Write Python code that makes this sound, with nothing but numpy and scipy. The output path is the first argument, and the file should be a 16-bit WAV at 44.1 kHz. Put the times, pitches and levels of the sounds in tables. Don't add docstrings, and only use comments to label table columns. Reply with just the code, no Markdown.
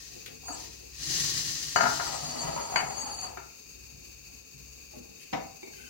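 import sys
import numpy as np
from scipy import signal
from scipy.fft import rfft, irfft, next_fast_len
from scipy.io import wavfile

SR = 44100
rng = np.random.default_rng(int(sys.argv[2]) if len(sys.argv) > 2 else 0)


def log_audio(samples):
    frames = np.atleast_2d(samples).T
    limited = np.clip(frames, -1, 1)
    pcm = np.round(limited * 32767).astype(np.int16)
    wavfile.write(sys.argv[1], SR, pcm)


N = 259749
TIME = np.arange(N) / SR

# frequency in Hz, t60 (time to fall 60 dB) in seconds.
ROOM_DECAY = [(100, 0.73), (400, 0.48), (900, 0.48), (2500, 0.3), (6000, 0.21), (15000, 0.22)]
# frequency in Hz, lead in dB.
MIC_BALANCE = [(60, 4), (150, 2.5), (320, 1), (460, 6), (720, 0.5), (1100, 8.5), (1400, 8.5), (2400, 7.5),
               (4300, 4), (6400, 6), (7600, 7), (9500, -3.5), (11000, -12), (15000, 2)]
# frequency in Hz, relative level in dB.
AIR_EQ = [(20, -14), (50, -16.5), (110, -4.5), (180, -8), (450, -4.5), (750, -20.5), (1500, -19),
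          (3400, -21), (7500, -11), (9300, -28.5), (11000, -18.5), (13500, -27.5), (15000, -24)]
# centre in Hz, width in Hz, added level in dB relative to the EQ.
HISS_PEAKS = [(2563, 355, 17.5), (3737, 92, 11), (4577, 484, 13.5), (5350, 290, 2.7), (6430, 510, 9.5),
              (6670, 30, 9.9), (8530, 210, 1), (14670, 2300, 11)]
# frequency in Hz, level in dB before dips and sinking.
HUM_TONES = [(64.6, -58), (49.7, -64), (100, -65.5), (139.3, -67)]
HUM_DIP_TIMES_S = [3.58, 4.5, 5.24, 5.65]

# middle in seconds, relative level in dB.
FOOTSTEPS = [(0.15, -54.5), (0.3, -53.5), (0.62, -52.5), (0.82, -57), (3.74, -65), (3.92, -61.5),
             (4.07, -63), (4.32, -60.5), (4.965, -52), (5.1, -58.5), (5.7, -61), (5.81, -59)]
# frequency in Hz, relative level in dB.
SCUFF_EQ = [(60, -29), (150, -14), (235, 7.5), (290, -1), (440, 8.5), (580, -6.5), (780, -8), (1000, -24.5),
            (4000, -23.5)]
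# start in seconds, level in dB, pitch in Hz, t60 in seconds.
BODY_BUMPS = [(0.496, -22, 287, 0.045), (0.481, -19, 720, .04), (0.499, -18.5, 930, 0.05),
              (1.072, -22.5, 148, 0.067), (1.835, -16, 240, .07), (2.225, -21, 150, .1),
              (2.275, -23, 235, .06), (2.36, -23, 245, .07), (2.442, -17.5, 159, 0.06),
              (2.84, -25, 125, .07), (3.03, -24, 270, .06), (3.92, -32, 140, .15), (4.54, -30, 140, .15),
              (4.93, -29.5, 611, 0.08), (4.968, -24.5, 233, 0.045)]
# multiple of the pitch, relative level in dB.
BUMP_PARTIALS = [(.72, -13.5), (1, -1), (1.34, -8), (1.83, -13.5)]
# start in seconds, level in dB.
LIGHT_TICKS = [(0.261, -21.5), (0.277, -28)]
# frequency in Hz, relative level in dB.
TICK_EQ = [(100, -26), (700, -22), (1500, 4), (2600, 9), (4000, 5.5), (7000, -7), (10000, -5.5),
           (16000, -7)]

# peak in seconds, relative level in dB, build-up in seconds,
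# fade in dB per second.
ARM_SWEEPS = [(0.03, -53, 0.083, 38), (0.605, -51, 0.07, 45), (1.195, -35.2, 0.16, 16),
              (1.35, -41, .015, 150), (1.9, -40.5, 0.092, 26)]
# frequency in Hz, relative level in dB.
CLOTH_EQ = [(40, -27.5), (150, 3), (215, -15), (320, 0), (450, -11), (900, -22), (1400, -16), (1870, -8),
            (2200, -12.5), (2850, -8), (3250, -7.5), (4400, 0), (5400, -0.5), (6000, 0.5), (7500, -4.5),
            (8500, -14), (11000, -15), (13500, -24.5), (15500, -12)]
# centre in Hz, width in Hz, added level in dB relative to the EQ.
CLOTH_PEAKS = [(720, 90, 0), (1100, 70, 0), (1850, 90, -3), (2890, 70, -4), (4150, 130, -10),
               (4550, 100, -4), (4940, 110, -3), (5900, 170, -4), (6480, 80, -4), (7480, 60, -4)]

# frequency in Hz, relative level in dB.
FROTH_EQ = [(300, -12), (1150, -29), (2100, -4), (2600, 5), (3600, -11), (7000, -10.5), (16000, -15)]
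# start in seconds, level in dB, starting pitch in Hz.
JUICE_BUBBLES = [(5.732, -33, 1600), (5.783, -34, 1460), (5.797, -29, 1500), (5.812, -31, 2500),
                 (5.833, -29.5, 1540), (5.846, -29, 2560), (5.862, -34, 3000), (5.869, -32, 1470)]
# start and stop in seconds, relative level in dB.
SLOSH, POUR = (5.19, 5.23, -54.5), (5.725, 5.89, -56)

# start in seconds, level in dB.
PLASTIC_TAPS = [(3.373, -19), (5.629, -15.5), (5.672, -20)]
# frequency in Hz, relative level in dB, t60 in seconds.
PLASTIC_MODES = [(375, 0, .14), (455, -6, .07), (640, -11, .07), (800, -9, .06), (2180, -11, .33),
                 (2310, -1, .035), (3700, -14, .07)]
# start in seconds, level in dB, ring in dB relative to the hit.
JUG_HITS = [(5.329, -12.5, -3), (5.333, -7.5, 1.5)]
# frequency in Hz, relative level in dB.
JUG_HIT_EQ = [(40, -30), (140, 4), (205, -7), (300, 0), (480, -2), (700, 3.5), (1000, -9), (1500, -12),
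              (2400, -7), (3300, -19.5), (5500, -21.5), (9000, -41), (16000, -53)]
# frequency in Hz, relative level in dB, t60 in seconds.
JUG_HIT_MODES = [(650, 7, 0.11), (778, -4.5, 0.54), (947, -1.5, 0.27), (1120, -9, .35), (1308, -14, 0.23),
                 (2168, -6.5, 0.42), (3690, -6, 0.17), (5580, -9.5, 0.2)]
# start in seconds, level in dB, glass ring in dB relative to the hit.
CLACK_HITS = [(2.7587, 1, 1), (2.803, -13, -16)]
# frequency in Hz, relative level in dB.
CLACK_EQ = [(40, -34), (110, -12), (400, -10), (660, 6), (800, 7), (950, 11.5), (1150, 2), (1400, 4),
            (2550, 5), (3400, -14), (6000, -48), (16000, -66)]
# frequency in Hz, relative level in dB, t60 in seconds.
CLACK_MODES = [(759, 0, .55), (880, 3, .12), (985, -1, .25), (1141, -4, .35), (1319, -6, .4),
               (1815, 1, .12)]

# frequency in Hz, relative level in dB, t60 in seconds.
GLASS_MODES = [(1398, -6, .45), (2165, -10, .35), (2945, -1, .13), (4555, 4, .13), (4592, -3, .1),
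               (6632, 3, .1), (6720, -5, .07), (7644, -4, .06), (8310, -14, .06), (9880, -13, .06),
               (10740, -15, .04), (15084, -24, .1)]
# frequency in Hz, relative level in dB, t60 in seconds.
HOLLOW_MODES = [(680, -2, .06), (755, -6, .09), (850, -5, .06), (958, 0.5, .08), (1070, -4, .06),
                (1280, -7, .07), (1365, -2, .06), (1430, -3, .05), (1820, -6, .05)]
# start in seconds, level in dB, ring in dB relative to the hit.
BOWL_HITS = [(0.482, -19, -14), (1.7597, 5.5, -5.5), (1.772, -6, -3), (1.787, -1.5, -16),
             (1.8075, 3.5, -8.5), (1.833, -1, -18), (1.84, -3, -12), (1.854, -3, -15), (1.861, -2, -18),
             (1.868, -3, -16), (1.894, -8, -12), (1.9975, -5.5, -14), (2.006, -10, -18),
             (3.372, -14.5, -12)]
# frequency in Hz, relative level in dB.
BOWL_HIT_EQ = [(40, -36), (130, -14), (400, -12), (540, -13), (700, -1.5), (950, -4), (1120, -9.5),
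               (1400, 3), (1680, -8), (2300, -16), (3500, -35), (8000, -57), (16000, -62)]
# start, stop and build-up in seconds, relative scrape and singing in dB.
PICK_UP, PUSH = (0.425, 0.53, 0.06, -46.5, -46), (1.96, 3.25, 0.12, -42.5, -49)
# frequency in Hz, relative level in dB.
DRAG_EQ = [(60, -8.5), (200, -24), (320, 6), (560, 6), (730, 11), (850, 5), (1000, 8.5), (1300, -11),
           (1700, -17), (3400, -26), (6000, -21), (16000, -41)]
# frequency in Hz, relative level in dB.
PUSH_EQ = [(40, -16), (140, -6), (195, -7), (280, 0), (420, -1.5), (670, 4.5), (800, -1), (960, 0),
           (1500, -6), (2300, -11), (2950, -11), (3600, -18), (5500, -16), (9000, -31), (16000, -25)]
# time in seconds, relative pressure in dB.
PRESSURE_CURVE = [(2.05, 2), (2.13, -1), (2.2, -11), (2.25, 1), (2.35, -2), (2.46, 4), (2.54, -1),
                  (2.63, 1), (2.69, -4), (2.85, 0), (2.95, -3), (3.02, 1), (3.14, -2), (3.27, 2.5)]
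# time in seconds, pitch in Hz.
GROAN_CURVE = [(2.05, 730), (2.24, 675), (2.5, 690), (2.58, 935), (2.67, 930), (2.72, 680), (2.95, 760),
               (3.02, 860), (3.18, 720), (3.3, 695)]
# start in seconds, relative level in dB.
PUSH_JOLTS = [(2.233, -14), (2.355, -15), (2.444, -9.5), (2.564, -15), (2.722, -6), (2.74, -4.5),
              (2.98, -15), (3.023, -14), (3.098, -18), (3.23, -14.5)]
# frequency in Hz, relative level in dB.
JOLT_EQ = [(100, -8), (500, 2), (680, 6), (1400, -8), (4000, -30)]
# middle in seconds, length in seconds,
# frequency in Hz (the nearest glass mode sounds), relative level in dB.
GLASS_SQUEALS = [(0.515, .07, 6632, -46), (0.538, .06, 7644, -46), (2.08, .05, 7644, -45),
                 (2.145, .11, 7644, -45), (2.24, .05, 7644, -46), (2.266, 0.08, 4555, -42),
                 (2.315, .05, 6632, -41), (2.41, .05, 6632, -43), (2.41, 0.12, 7644, -48),
                 (2.84, .05, 4555, -45), (3.005, 0.1, 6632, -35.5), (3.015, 0.09, 7644, -48),
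                 (3.024, 0.06, 4600, -38.5), (3.2, .05, 6632, -41), (3.238, 0.04, 6632, -41)]


def amp(db):
    return 10 ** (np.asarray(db) / 20)


def unit(x):
    return x / np.sqrt(np.mean(x ** 2) + 1e-20)


def unit_energy(x):
    return x / np.linalg.norm(x)


def read(points, hz):
    f, value = np.transpose(points)
    return np.interp(np.log(hz + 1), np.log(f + 1), value)


def automation(points):
    return np.interp(TIME, *np.transpose(points))


def add(mix, s, sound):
    part = mix[round(s * SR):][:len(sound)]
    part += sound[:len(part)]


def through(x, response):
    return signal.oaconvolve(x, response)[:N]


def colour(x, gain_at):
    size = next_fast_len(x.shape[-1] + 4096)
    gain = gain_at(np.fft.rfftfreq(size, 1 / SR))
    return irfft(rfft(x, size) * gain, size)[..., :x.shape[-1]]


def equalise(x, eq, peaks):
    def gain_at(f):
        bells = sum(amp(db) * np.exp(-2 * ((f - hz) / width) ** 2) for hz, width, db in peaks)
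        return amp(read(eq, f)) * (1 + bells)
    return colour(x, gain_at)


def resonate(x, hz, width_hz):
    turn = np.exp(2j * np.pi * np.cumsum(hz) / SR)
    pole = np.exp(-np.pi * width_hz / SR)
    return 2 * (turn * signal.lfilter([1 - pole], [1, -pole], x / turn + 1e-18)).real


def drift(rate_hz):
    return unit(colour(rng.standard_normal(N), lambda f: np.exp(-(f / rate_hz) ** 2)))


def grains(per_s, spread_db):
    size = amp(spread_db * np.minimum(rng.exponential(1, N), 4)) * rng.choice([-1, 1], N)
    return unit(size * (rng.random(N) < per_s / SR))


def blows(rows):
    out = np.zeros(N)
    for s, db in rows:
        add(out, s, amp([db]))
    return out


def stroke(start, stop, attack_s, release_s):
    return np.clip((TIME - start) / attack_s, 0, 1) * np.exp(-np.maximum(TIME - stop, 0) / release_s)


def click(eq, size=4096):
    log_gain = np.log(amp(read(eq, abs(np.fft.fftfreq(size, 1 / SR)))))
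    spectrum = np.exp(np.conj(signal.hilbert(log_gain)))
    return unit_energy(np.fft.ifft(spectrum).real[:size // 2])


def ring(modes, onset_s=.0005):
    t = TIME[:SR // 2]
    sound = sum(amp(db - 60 * t / t60) * np.sin(2 * np.pi * hz * t) for hz, db, t60 in modes)
    return unit_energy(sound * (1 - np.exp(-t / onset_s)))


def hollowed(eq, modes, hollow_db):
    pulse = click(eq)
    answer = amp(hollow_db) * unit_energy(signal.fftconvolve(pulse, ring(modes)))
    add(answer, 0, pulse)
    return unit_energy(answer)


def diffuse(pair, apart_hz=1100):
    def likeness(f):
        return .98 * np.exp(-(f / apart_hz) ** 2)
    mid = colour(pair[0], lambda f: np.sqrt((1 + likeness(f)) / 2))
    side = colour(pair[1], lambda f: np.sqrt((1 - likeness(f)) / 2))
    return np.array([mid + side, mid - side])


def kitchen(x, wet_db, pan_db=0., early_db=5, early_s=0.0045, predelay_s=0.0014):
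    noise = diffuse(rng.standard_normal((2, SR * 3 // 4)))
    hz, t, bands = signal.stft(noise, SR, nperseg=256)
    decay = amp(-60 * t / read(ROOM_DECAY, hz)[:, None])
    tail = signal.istft(bands * decay, SR, nperseg=256)[1]
    t = TIME[:tail.shape[1]]
    tail *= (t > predelay_s) * (1 + amp(early_db) * np.exp(-t / early_s))
    wet = np.array([through(x, unit_energy(side)) for side in tail])
    return x * amp([[pan_db / 2], [-pan_db / 2]]) + amp(wet_db) * wet


def knocks(hits, thock, modes, wet_db, pan_db, early_db, ring_wet_db):
    thocks, rings, tone = np.zeros(N), np.zeros(N), ring(modes)
    for s, db, ring_db in hits:
        add(thocks, s, amp(db) * thock)
        add(rings, s, amp(db + ring_db) * tone)
    return kitchen(thocks, wet_db, pan_db, early_db) + kitchen(rings, ring_wet_db)


def room_hiss(level_db=-51, flicker_db=1.1):
    air = equalise(diffuse(rng.standard_normal((2, N))), AIR_EQ, HISS_PEAKS)
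    return unit(air) * amp(level_db + flicker_db * drift(25))


def low_hum(waver=0.4, dip_s=.07, dip_db=-16, sink_at_s=4.35, sink_db_per_s=4):
    hum = np.zeros(N)
    for hz, db in HUM_TONES:
        wavering = 1 + waver * (drift(5) + 1j * drift(4.3))
        hum += amp(db) * unit((wavering * np.exp(2j * np.pi * hz * TIME)).real)
    dips = sum(np.exp(-((TIME - s) / dip_s) ** 2) for s in HUM_DIP_TIMES_S)
    return hum * amp(dip_db * dips - sink_db_per_s * np.maximum(TIME - sink_at_s, 0))


def shuffling_feet(gain_db=-7, step_s=0.046, stir_db=-69, uneven_db=4):
    steps = sum(amp(db) * np.exp(-((TIME - s) / step_s) ** 2) for s, db in FOOTSTEPS)
    scuffs = grains(per_s=390, spread_db=0.5) * np.hypot(steps, amp(stir_db + uneven_db * drift(12)))
    return amp(gain_db) * kitchen(through(scuffs, click(SCUFF_EQ)), wet_db=8)


def bumps_and_ticks(attack_s=0.0068):
    out = np.zeros(N)
    for s, db, hz, t60 in BODY_BUMPS:
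        bump = ring([(hz * multiple, partial_db, t60) for multiple, partial_db in BUMP_PARTIALS])
        bump *= 1 - np.exp(-TIME[:len(bump)] / attack_s)
        add(out, s, amp(db) * unit_energy(bump))
    for s, db in LIGHT_TICKS:
        add(out, s, amp(db) * click(TICK_EQ))
    return kitchen(out, wet_db=6)


def dress_rustle(gain_db=2.3, flutter_db=0.88, folds_db=2.5):
    sweeps = []
    for s, db, rise_s, fade_db_per_s in ARM_SWEEPS:
        rise = np.exp(-(np.minimum(TIME - s, 0) / rise_s) ** 2)
        sweeps.append(rise * amp(db - fade_db_per_s * np.maximum(TIME - s, 0)))
    level = np.linalg.norm(sweeps, axis=0) * amp(flutter_db * drift(30))
    threads = [grains(per_s=12000, spread_db=2) for _ in range(3)]
    centre, *folds = [unit(equalise(layer, CLOTH_EQ, CLOTH_PEAKS)) * level for layer in threads]
    return amp(gain_db) * (centre + amp(folds_db) * diffuse(folds))


def juice(patter_db=-2, bubble_attack_s=.002, bubble_t60_s=.05, rise_per_s=1.6):
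    flow = sum(amp(db) * stroke(start, stop, attack_s=0.019, release_s=0.06)
               for start, stop, db in (SLOSH, POUR))
    sound = amp(patter_db) * through(grains(per_s=790, spread_db=3.0) * flow, click(FROTH_EQ))
    t = TIME[:SR // 8]
    envelope = (1 - np.exp(-t / bubble_attack_s)) * amp(-60 * t / bubble_t60_s)
    for s, db, hz in JUICE_BUBBLES:
        chirp = np.sin(2 * np.pi * hz * t * (1 + rise_per_s * t / 2))
        add(sound, s, amp(db) * unit_energy(chirp * envelope))
    return kitchen(sound, wet_db=-1)


def strainer_taps():
    return kitchen(through(blows(PLASTIC_TAPS), ring(PLASTIC_MODES)), wet_db=1)


def jug_knock():
    return knocks(JUG_HITS, click(JUG_HIT_EQ), JUG_HIT_MODES,
                  wet_db=7, pan_db=-3, early_db=5, ring_wet_db=0)


def strainer_clack():
    thock = hollowed(CLACK_EQ, CLACK_MODES, hollow_db=-6)
    return knocks(CLACK_HITS, thock, GLASS_MODES, wet_db=5, pan_db=-2, early_db=9, ring_wet_db=-2)


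def slide_level(start, stop, build_s, db, db_per_s):
    ramp = amp(db + db_per_s * np.clip(TIME - start, 0, stop - start))
    return ramp * stroke(start, stop, build_s, release_s=0.032)


def stick_slip(slide, judder_db=2.8, uneven_db=0.6, db_per_s=-3):
    start, stop, build_s, scrape_db, _ = slide
    steps = grains(per_s=650, spread_db=3.5) * unit(amp(judder_db * drift(30) + uneven_db * drift(4.7)))
    return steps * slide_level(start, stop, build_s, scrape_db, db_per_s)


def glass_singing(gain_db=0.7, swell_db=2.2, tilt_db_per_octave=2.6, low_cut_hz=3400, t60_share=.95):
    voice, lowest_hz = np.zeros(N), GLASS_MODES[0][0]
    for hz, db, t60 in GLASS_MODES:
        rubbed = through(rng.standard_normal(N), ring([(hz, 0, t60 * t60_share)]))
        feed = amp(db + tilt_db_per_octave * np.log2(hz / lowest_hz)) / (1 + (low_cut_hz / hz) ** 8)
        voice += feed * unit(rubbed * amp(swell_db * drift(90)))
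    friction = sum(slide_level(start, stop, build_s, sing_db, db_per_s=2)
                   for start, stop, build_s, _, sing_db in (PICK_UP, PUSH))
    gain = amp(gain_db + .3 * automation(PRESSURE_CURVE))
    return kitchen(gain * unit(voice) * friction, wet_db=3.5, early_db=0)


def glass_squeals(gain_db=0.5, wander_hz=12, chatter_db=2):
    out, mode_hz = np.zeros(N), np.array(GLASS_MODES)[:, 0]
    wander_turns = np.cumsum(wander_hz * drift(120)) / SR
    chatter = unit(amp(chatter_db * drift(200)))
    for s, length, near_hz, db in GLASS_SQUEALS:
        hz = mode_hz[np.argmin(abs(mode_hz - near_hz))]
        swell = np.cos(np.pi * np.clip((TIME - s) / length, -.5, .5)) ** 2
        out += amp(db + gain_db) * swell * chatter * np.sin(2 * np.pi * (hz * TIME + wander_turns))
    return kitchen(out, wet_db=-3.5, pan_db=7)


def bowl_scrape(drag_db=-3, push_db=-2.5, jolt_db=-7, groan_db=14, groan_width_hz=70):
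    drag = amp(drag_db) * through(stick_slip(PICK_UP), click(DRAG_EQ))
    shake = stick_slip(PUSH) * amp(automation(PRESSURE_CURVE))
    scrape = amp(push_db) * through(shake, hollowed(PUSH_EQ, HOLLOW_MODES, hollow_db=-9))
    jolts = blows(PUSH_JOLTS)
    thuds = amp(jolt_db) * through(jolts, click(JOLT_EQ))
    groan_hz = automation(GROAN_CURVE)
    groan = resonate(shake + jolts, groan_hz, groan_width_hz)
    groan = amp(groan_db) * resonate(groan, groan_hz, 2 * groan_width_hz)
    return kitchen(drag + scrape + thuds + groan, wet_db=3.5, early_db=2)


def bowl_knocks():
    thock = hollowed(BOWL_HIT_EQ, HOLLOW_MODES, hollow_db=-6)
    return knocks(BOWL_HITS, thock, GLASS_MODES, wet_db=1.5, pan_db=0, early_db=5.5, ring_wet_db=-2)


def scene():
    hits = bowl_knocks() + strainer_clack() + jug_knock() + strainer_taps()
    friction = bowl_scrape() + glass_singing() + glass_squeals()
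    movement = bumps_and_ticks() + shuffling_feet() + dress_rustle()
    return hits + friction + movement + juice() + room_hiss() + low_hum()


def record(dry):
    left_lag_samples, high_cut_hz = 43, 16000
    left, right = colour(dry, lambda f: amp(np.outer([.5, -.5], read(MIC_BALANCE, f))))
    heard = np.array([np.pad(left, (left_lag_samples, 0))[:N], right])
    high_cut = signal.firwin(511, high_cut_hz, window=("kaiser", 9), fs=SR)
    return signal.oaconvolve(heard, high_cut[None], "same")


dry = scene()
out = record(dry)
log_audio(out)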